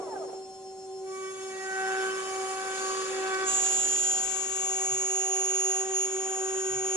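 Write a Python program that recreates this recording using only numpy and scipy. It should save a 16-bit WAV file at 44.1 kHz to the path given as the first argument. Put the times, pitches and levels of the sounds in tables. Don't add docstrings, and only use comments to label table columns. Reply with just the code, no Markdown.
import sys
import numpy as np
from scipy.fft import rfft, irfft, next_fast_len
from scipy.io import wavfile
from scipy.ndimage import uniform_filter1d, map_coordinates

SR = 44100
rng = np.random.default_rng(int(sys.argv[2]) if len(sys.argv) > 2 else 0)


def int16_out(signal):
    q = np.round(np.clip(np.atleast_2d(signal).T, -1, 1) * 32767)
    wavfile.write(sys.argv[1], SR, q.astype(np.int16))


N = 306936
TIME = np.arange(N) / SR
TURN_HZ, BEND_HZ = 380, 6648
TOUCH_S, CATCH_S = 1.007, 3.46


def amp(db):
    return 10 ** (np.asarray(db) / 20)


def along(points, hz):
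    freqs, values = np.transpose(points)
    return np.interp(np.log(hz + 1), np.log(freqs + 1), values)


def curves(rows):
    times, *columns = np.transpose(rows)
    return [np.interp(TIME, times, column) for column in columns]


def gate(start, end):
    return uniform_filter1d(1. * ((TIME >= start) & (TIME <= end)), size=1500)


def during(rows):
    return gate(rows[0][0], rows[-1][0])


def wobble(rate):
    knots = rng.standard_normal(int(N * rate / SR) + 4)
    return map_coordinates(knots, [TIME * rate])


def angle(hz):
    return 2 * np.pi * np.cumsum(hz) / SR


def filtered(x, response):
    size = next_fast_len(N + 8192)
    return irfft(rfft(x, size) * response(np.fft.rfftfreq(size, 1 / SR)), size)[..., :N]


def flutter(rough, rate):
    return 1 + rough * (wobble(rate) + 1j * wobble(rate))


def partial(phase, rough, rate, skew=0, pan_db=0):
    wave = flutter(rough, rate) * np.exp(1j * phase)
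    left, right = amp(pan_db / 2), amp(-pan_db / 2)
    pair = np.array([left * wave * np.exp(1j * skew / 2), right * wave * np.exp(-1j * skew / 2)])
    return 2 * pair / np.hypot(left, right)


def tone(phase, rough, rate, skew=0, pan_db=0):
    return partial(phase + rng.uniform(0, 2 * np.pi), rough, rate, skew, pan_db)


# (frequency [Hz], left-right correlation [-1..1])
NOISE_IMAGE = [(40, 0.35), (150, 1), (450, 0.72), (900, -0.054), (1600, -0.02), (10000, -0.11)]
def rush(spectrum, echo=0, bursts=1, tooth_hz=0):
    def response(hz):
        spread = np.arccos(np.clip(along(NOISE_IMAGE, hz), -1, 1)) / 2
        comb = 1 / (1 - echo * np.exp(-2j * np.pi * (hz - tooth_hz) / TURN_HZ))
        return comb * amp(along(spectrum, hz)) * [np.cos(spread), np.sin(spread)]
    mid, side = filtered(bursts * rng.standard_normal((2, N)), response)
    noise = np.array([mid + side, mid - side])
    return noise / np.sqrt(np.mean(noise ** 2) + 1e-20)


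# (time [s], relative level [dB])
HUM_FADER = [(0.0, -40), (0.37, -39.5), (0.5, -48), (1.08, -37.5), (1.63, -39), (2.0, -33.5), (2.25, -37),
             (2.42, -34), (2.6, -41), (3.12, -33), (3.45, -33.5), (3.51, -40.5), (4.21, -45), (5.0, -38),
             (6.55, -33.5), (6.96, -34.5)]
# (time [s], level [dB])
OCTAVE_FADER = [(0, -50), (1.45, -49.5), (1.56, -53), (1.87, -39), (2.3, -40.5), (2.78, -47), (3.0, -40.5),
                (3.25, -39.5), (3.46, -49), (3.56, -42.5), (4.2, -47), (5.3, -44), (6.96, -47)]
# (time [s], slip [turns/s])
SPINDLE_SLIP = [(1.08, 0), (1.09, .562), (3.94, .562), (3.96, .935)]
def spindle_hum(turn):
    (hum_db,), (octave_db,), (slip,) = curves(HUM_FADER), curves(OCTAVE_FADER), curves(SPINDLE_SLIP)
    first_null_s = 1.286
    lag = angle(slip)
    depth = 0.81 * (1 - gate(CATCH_S, np.inf) / 2)
    beat = 1 - depth * np.exp(-2j * (lag - lag[round(first_null_s * SR)]))
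    hum = amp(hum_db - 0.58) * tone(turn, rough=0.14, rate=28, skew=0.5, pan_db=-0.5)
    octave = amp(octave_db) * beat * tone(2 * turn, rough=0.15, rate=47, skew=-0.23, pan_db=.5)
    return (hum + octave).real


# (frequency [Hz], relative level [dB])
WHINE_TONES = [(199.2, -69.5), (263.8, -66.5), (576.0, -59.5), (1050, -62), (1445, -72), (2724, -73),
               (3101, -70), (3494, -70), (4188, -68), (5093, -69), (5857, -64), (6239, -64.5),
               (6621, -61.5), (6993, -66), (7381, -58), (7763, -74), (8145, -62), (8592, -71),
               (10110, -66.5)]
# (frequency [Hz], gain [dB])
AIR_EQ = [(25, -13), (120, -7), (250, -2.5), (600, -3), (1000, -13.5), (1400, -15), (3900, -21),
          (4300, -6.5), (4800, -19), (7000, -13), (11000, -17)]
def spindle_whine():
    whine = 0
    for hz, db in WHINE_TONES:
        skew = min(hz / 3000, 1.3) * rng.choice([-1, 1])
        pan_db = rng.normal(2.3, 1)
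        whine += amp(db - 6) * tone(angle(np.full(N, hz)), rough=0.49, rate=40, skew=skew, pan_db=pan_db)
    return whine.real + amp(-55) * rush(AIR_EQ)


# (time [s], level [dB])
WHISTLE_FADER = [(0, -57), (1.6, -59), (2.0, -53), (2.6, -59.5), (6.96, -58)]
# (time [s], beat rate [Hz])
WHISTLE_PULSE = [(0, 12.4), (.48, 12.4), (.5, 7.4), (1, 7.1), (1.1, 5.9), (1.5, 5.6), (1.65, 7.8)]
def whistle(turn):
    (db,), (beat_hz,) = curves(WHISTLE_FADER), curves(WHISTLE_PULSE)
    beat = 1 - .55 * np.exp(-1j * angle(beat_hz))
    return amp(db) * (beat * tone(14 * turn, rough=.1, rate=60, skew=1.3, pan_db=3)).real


# (pitch [multiple of the note], relative level [dB])
WHIRR_OVERTONES = [(1.5, -21), (2, -19)]
def motor_note(hz, db, rough):
    phase = angle(hz)
    sound = tone(phase, rough=rough, rate=110 * rough, skew=0.5)
    for multiple, level in WHIRR_OVERTONES:
        sound += amp(level) * tone(multiple * phase, rough=2 * rough, rate=130, skew=-1.1)
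    return amp(db) * sound.real


# (time [s], beat rate [Hz], level [dB])
FEED_THROB = [(3.4, 58, -86), (3.55, 53, -73), (3.8, 43, -69), (4.2, 28.5, -73), (4.8, 23, -67),
              (5.1, 22.2, -77.5)]
# (start [s], end [s], first step rate [Hz], last step rate [Hz], base level [dB], roughness [ratio])
STEPPER_MOVES = [(0, 0.306, 1203, 422, -54.5, 0.54), (0, 0.306, 756, 270, -60.5, 0.86),
                 (1.496, 2.253, 198.6, 194, -66, 0.33), (2.293, 3.403, 520, 521, -60.5, 0.25),
                 (3.112, 4.892, 320, 362.4, -64.5, 0.46), (3.399, 5.152, 329.8, 100.8, -67.5, 0.21),
                 (6.504, 6.965, 107, 148, -71, 0.38)]
# (centre [Hz], half width [Hz], boost [dB])
FRAME_MODES = [(129.8, 4.9, 15), (328, 5.6, 7), (620, 38, 12), (805, 95, 15.5)]
def steppers():
    sound = during(FEED_THROB) * motor_note(*curves(FEED_THROB), rough=0.38)
    for start, end, first_hz, last_hz, db, rough in STEPPER_MOVES:
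        hz, = curves([(start, first_hz), (end, last_hz)])
        lift_db = sum(boost / (1 + ((hz - centre) / width) ** 2) for centre, width, boost in FRAME_MODES)
        sound += gate(start, end) * motor_note(hz, db + lift_db, rough)
    return sound


# (time [s], level [dB])
SHUDDER_FADER = [(0, -41), (.08, -41.5), (.2, -42.5), (.35, -45.5), (.42, -56.5), (.55, -65)]
# (frequency [Hz], gain [dB])
GANTRY_EQ = [(60, -21), (200, -10.5), (380, 6), (560, 3), (760, 7), (1000, -5), (1300, -9.5), (2000, -20),
             (4000, -26)]
def gantry_shudder():
    db, = curves(SHUDDER_FADER)
    return during(SHUDDER_FADER) * amp(db + 2 * wobble(60)) * rush(GANTRY_EQ)


def sinking():
    return np.clip((TIME - TOUCH_S) / .12, 0, 1)


def recut(spectrum, echo, bursts):
    caught = gate(CATCH_S, np.inf)
    smooth_cut = rush(spectrum, echo, bursts)
    chatter_cut = rush(spectrum, echo, bursts, tooth_hz=BEND_HZ)
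    return (1 - caught) * smooth_cut + caught * chatter_cut


# (time [s], relative load [dB])
CUTTER_LOAD = [(1.0, -100), (1.31, -71), (1.35, -72.5), (1.96, -53.5), (2.46, -57.5), (3.26, -51),
               (4.1, -58), (5.76, -57.5), (6.08, -59.5), (6.96, -57.5)]
FULL_BITE_DB = -52
def bite():
    return curves(CUTTER_LOAD)[0] - FULL_BITE_DB


# (frequency [Hz], gain [dB])
TEAR_EQ = [(40, -19), (150, -20.5), (300, 1.5), (520, 4.5), (670, -0.5), (810, 6.5), (940, -6), (1060, 7),
           (1400, 3), (1680, 6), (2100, -4), (2650, 0.5), (3200, -8), (3700, -3), (4800, -56), (7000, -28)]
# (frequency [Hz], gain [dB])
CHIP_EQ = [(150, -9.5), (2000, 0.5), (3500, -11), (4600, 1), (5900, -2.5), (6700, 13), (7200, 10),
           (7700, 2.5), (8400, 4), (9500, -2), (10400, 5.5), (11000, 3)]
# (time [s], level [dB])
CHIP_FADER = [(1.1, -47), (1.55, -44.5), (2.2, -38.5), (2.85, -38.5), (3.3, -40.5), (3.55, -42), (4.1, -51),
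              (5, -65), (6.96, -64)]
def cutting(turn):
    chip_db, = curves(CHIP_FADER)
    grain_db = .6 * wobble(22)
    tear = amp(-40 + bite() + grain_db) * rush(TEAR_EQ, bursts=np.exp(0.4 * np.cos(turn)))
    chip_gain = amp(chip_db + grain_db + 0.7 * wobble(45))
    chips = chip_gain * recut(CHIP_EQ, echo=0.55, bursts=np.exp(0.25 * np.cos(turn)))
    return sinking() * (tear + chips)


# (start [s], time to release [s], order [multiple of turn rate], full level [dB])
DRONE_CUES = [(1.037, 0.23, 3, -43.5), (1.076, 0.16, 6, -49), (1.1, 0.83, 17, -53.5),
              (1.47, 0.39, 5, -44.5), (1.606, 0.46, 4, -34.5), (1.683, 0.14, 3, -48),
              (1.963, 0.73, 3, -42.5), (2.22, 0.37, 6, -52), (2.505, 0.3, 4, -41), (2.75, 0.26, 3, -37),
              (2.744, 0.25, 12, -49), (3.163, 0.27, 6, -45.5), (3.174, 0.33, 3, -38.5),
              (3.177, 0.25, 4, -36.5), (4.149, 0.93, 6, -52.5)]
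def drone_envelope(order, attack_s=0.079, release_s=0.093):
    envelope = 0
    for start, length, cue_order, db in DRONE_CUES:
        if round(cue_order) == order:
            age = np.maximum(TIME - start, 0)
            attack = 1 - np.exp(-(age / attack_s) ** 2)
            release = np.exp(-np.maximum(age - length, 0) / release_s)
            envelope += amp(db) * attack * release
    return envelope


# (order [multiple of turn rate], relative level [dB])
STRIKE_ORDERS = [(3, 1), (4, 0), (5, -4.5), (6, -2), (7, -7), (8, -6.5), (9, -7.5), (10, -13), (12, -10),
                 (17, -15)]
# (time [s], depth [0..1])
TREMBLE_DEPTH = [(1.62, 0), (1.78, .36), (1.97, .52), (2.2, .3), (3.4, .15), (3.5, 0)]
STRIKE_DB, TREMBLE_HZ = -49, 116.5
def board(turn):
    bite_db = bite()
    blunt_db = .75 * gate(CATCH_S, np.inf)
    sound = 0
    for order, db in STRIKE_ORDERS:
        order = round(order)
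        strike = sinking() * amp(STRIKE_DB + db + 0.33 * bite_db - order * blunt_db + 2 * wobble(4.1))
        size = np.hypot(strike, drone_envelope(order))
        rough = .06 + min(0.067 * order, .5) * strike / (size + 1e-9)
        skew = rng.normal(-1.62, 0.034 * (order - 2))
        pan_db = 0.6 * order * rng.normal(-0.29, 1)
        sound += size * tone(order * turn, rough=rough, rate=60, skew=skew, pan_db=pan_db).real
    tremble = curves(TREMBLE_DEPTH)[0] * np.cos(angle(TREMBLE_HZ + 7 * wobble(40)))
    uneven_bite = .12 * np.minimum(amp(bite_db), 1) * wobble(TURN_HZ)
    return sound * (1 + tremble + uneven_bite)


# (time [s], level [dB])
SPLINTER_FADER = [(1.5, -59), (2.1, -52), (2.7, -49.5), (2.85, -44), (3.2, -46.5), (3.6, -44), (4.2, -49),
                  (4.8, -56), (6.96, -70)]
# (frequency [Hz], gain [dB])
SPLINTER_EQ = [(1800, -10), (2600, -7), (3300, -8), (4500, -.5), (5300, -2), (6200, -3), (8000, -35)]
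def splinters(turn):
    db, = curves(SPLINTER_FADER)
    snaps = np.exp(.3 * np.cos(turn)) * amp(2.5 * wobble(160))
    return during(SPLINTER_FADER) * amp(db) * recut(SPLINTER_EQ, echo=.65, bursts=snaps)


# (time [s], left minus right [dB])
SQUEAL_BALANCE = [(3.42, -1), (3.52, -8), (3.85, -9), (4.15, -5), (4.28, 7.5), (5.2, -5), (6.96, -1)]
# (time [s], level [dB])
SIDEBAND_FADER = [(2.7, -56), (2.85, -45.5), (3.43, -60), (3.48, -35.5), (3.85, -33), (4.1, -29),
                  (4.34, -39), (4.65, -44.5), (5.6, -45), (6.15, -40), (6.96, -38)]
# (offset [turn rates], relative level [dB], phase between the ears [rad])
WEAK_SIDEBANDS = [(-4, -30, 1), (-3, -21.5, -.8), (-2, -24, 1.4), (-1, -12, 1.8), (4, -26, 1.7),
                  (5, -31, 1.5), (6, -26, -1.2)]
def kicked_swing(turn, db, far_db):
    (pan_db,), (near_db,) = curves(SQUEAL_BALANCE), curves(SIDEBAND_FADER)
    swing = amp(db) * partial(np.zeros(N), rough=0.06, rate=60, skew=1.7, pan_db=pan_db)
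    swing += amp(near_db) * partial(turn, rough=0.2, rate=54, skew=1.23, pan_db=1.5)
    swing += amp(far_db - 4.5) * partial(2 * turn, rough=0.24, rate=40, skew=1.62, pan_db=3)
    swing += amp(far_db - 11) * partial(3 * turn, rough=0.33, rate=48, skew=0.98, pan_db=-0.5)
    weak = sum(amp(level) * partial(offset * turn, rough=0.35, rate=120, skew=skew, pan_db=-3)
               for offset, level, skew in WEAK_SIDEBANDS)
    weak_gain = amp(-4) * np.hypot(amp(db), amp(near_db))
    return swing + 1j * weak_gain * weak


# (squeal multiple [count], sum or difference [+1/-1], offset [turn rates], level [dB], roughness [ratio])
MIXING_TONES = [(1, -1, 0, -16.5, .27), (1, -1, 6, -28, .7), (1, 1, 0, -20, .55), (2, -1, 0, -29.5, .5),
                (2, -1, 1, -26, .64), (2, -1, 2, -29.5, .55)]
SECOND_VIBRATION_HZ = 3891
def cutter_ring(ring, turn):
    second = angle(np.full(N, SECOND_VIBRATION_HZ))
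    carrier = flutter(rough=0.083, rate=130) * np.exp(1j * ring)
    for multiple, side, offset, db, rough in MIXING_TONES:
        phase = round(multiple) * ring + round(side) * second + round(offset) * turn
        carrier += amp(db) * flutter(rough, rate=170) * np.exp(1j * phase)
    return carrier


# (time [s], level [dB])
SQUEAL_FADER = [(2.7, -50), (2.85, -39.5), (3.36, -55), (3.43, -56), (3.48, -29.5), (3.6, -28), (4.1, -29),
                (4.25, -32.3), (4.52, -33), (4.6, -30.7), (5.74, -28), (5.82, -31), (5.85, -38),
                (5.91, -37), (5.95, -28.5), (6.05, -28), (6.09, -38), (6.13, -35), (6.58, -36), (6.96, -32)]
# (frequency [Hz], gain [dB])
SCRAPE_EQ = [(2000, -11), (2800, 0), (4300, -15), (4800, -20), (5100, 10.5), (5600, -21), (6100, -2),
             (6600, 23), (7100, 12), (7800, 3), (8400, 13), (10200, 5), (10900, -24)]
# (frequency [Hz], gain [dB])
RUMBLE_EQ = [(20, 4.5), (75, 2), (150, -32), (400, -60)]
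SETTLED_DB, SAG_HZ_PER_DB = -30, 2.6
SHARP_HZ, SETTLE_S = 42, 1
CATCH_DB, EASE_DB_PER_S = 14.5, 6.5
def chatter(turn):
    db, = curves(SQUEAL_FADER)
    caught, age = gate(CATCH_S, np.inf), np.maximum(TIME - CATCH_S, 0)
    hz = BEND_HZ + caught * SHARP_HZ * np.exp(-age / SETTLE_S) + SAG_HZ_PER_DB * (db - SETTLED_DB)
    thrown_db = caught * np.maximum(CATCH_DB - EASE_DB_PER_S * age, 0)
    far_db = -43 + 0.16 * (db - SETTLED_DB) + thrown_db
    ring = angle(hz + 2 * wobble(20) + 7 * wobble(250))
    squeal = (kicked_swing(turn, db, far_db) * cutter_ring(ring, turn)).real
    scrape = amp(db - 22 + 0.18 * thrown_db) * rush(SCRAPE_EQ, echo=.65, tooth_hz=BEND_HZ)
    rumble = amp(far_db - 26) * rush(RUMBLE_EQ)
    return during(SQUEAL_FADER) * (squeal + scrape) + caught * (grit() + rumble)


# (frequency [Hz], gain [dB])
GRIT_EQ = [(5900, -48), (6150, -14), (6300, 2), (6750, 4), (7100, 4), (7650, -9), (8000, -23), (8500, -50)]
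def grit(pulse_hz=9.4, peak_at_s=5.6, floor_db=-50.5, lift_db=8):
    pulse = (1 + np.cos(2 * np.pi * pulse_hz * (TIME - peak_at_s))) / 2
    return amp(floor_db + lift_db * pulse ** 3 * (1 + .25 * wobble(9))) * rush(GRIT_EQ)


# (time [s], speed [turns/s])
SPINDLE_SPEED = [(0, 381.4), (1.1, 381.3), (2, 380.8), (3.4, 380.5), (4, 380.3), (4.6, 380.8),
                 (6.96, 380.7)]
def scene():
    speed, = curves(SPINDLE_SPEED)
    turn = angle(speed + 0.18 * wobble(8))
    spindles = spindle_hum(turn) + spindle_whine() + whistle(turn)
    milling = cutting(turn) + board(turn) + splinters(turn) + chatter(turn)
    return spindles + milling + steppers() + gantry_shudder()


def record(dry, top_hz=10880):
    return filtered(dry, lambda hz: hz < top_hz)


dry = scene()
out = record(dry)
int16_out(out)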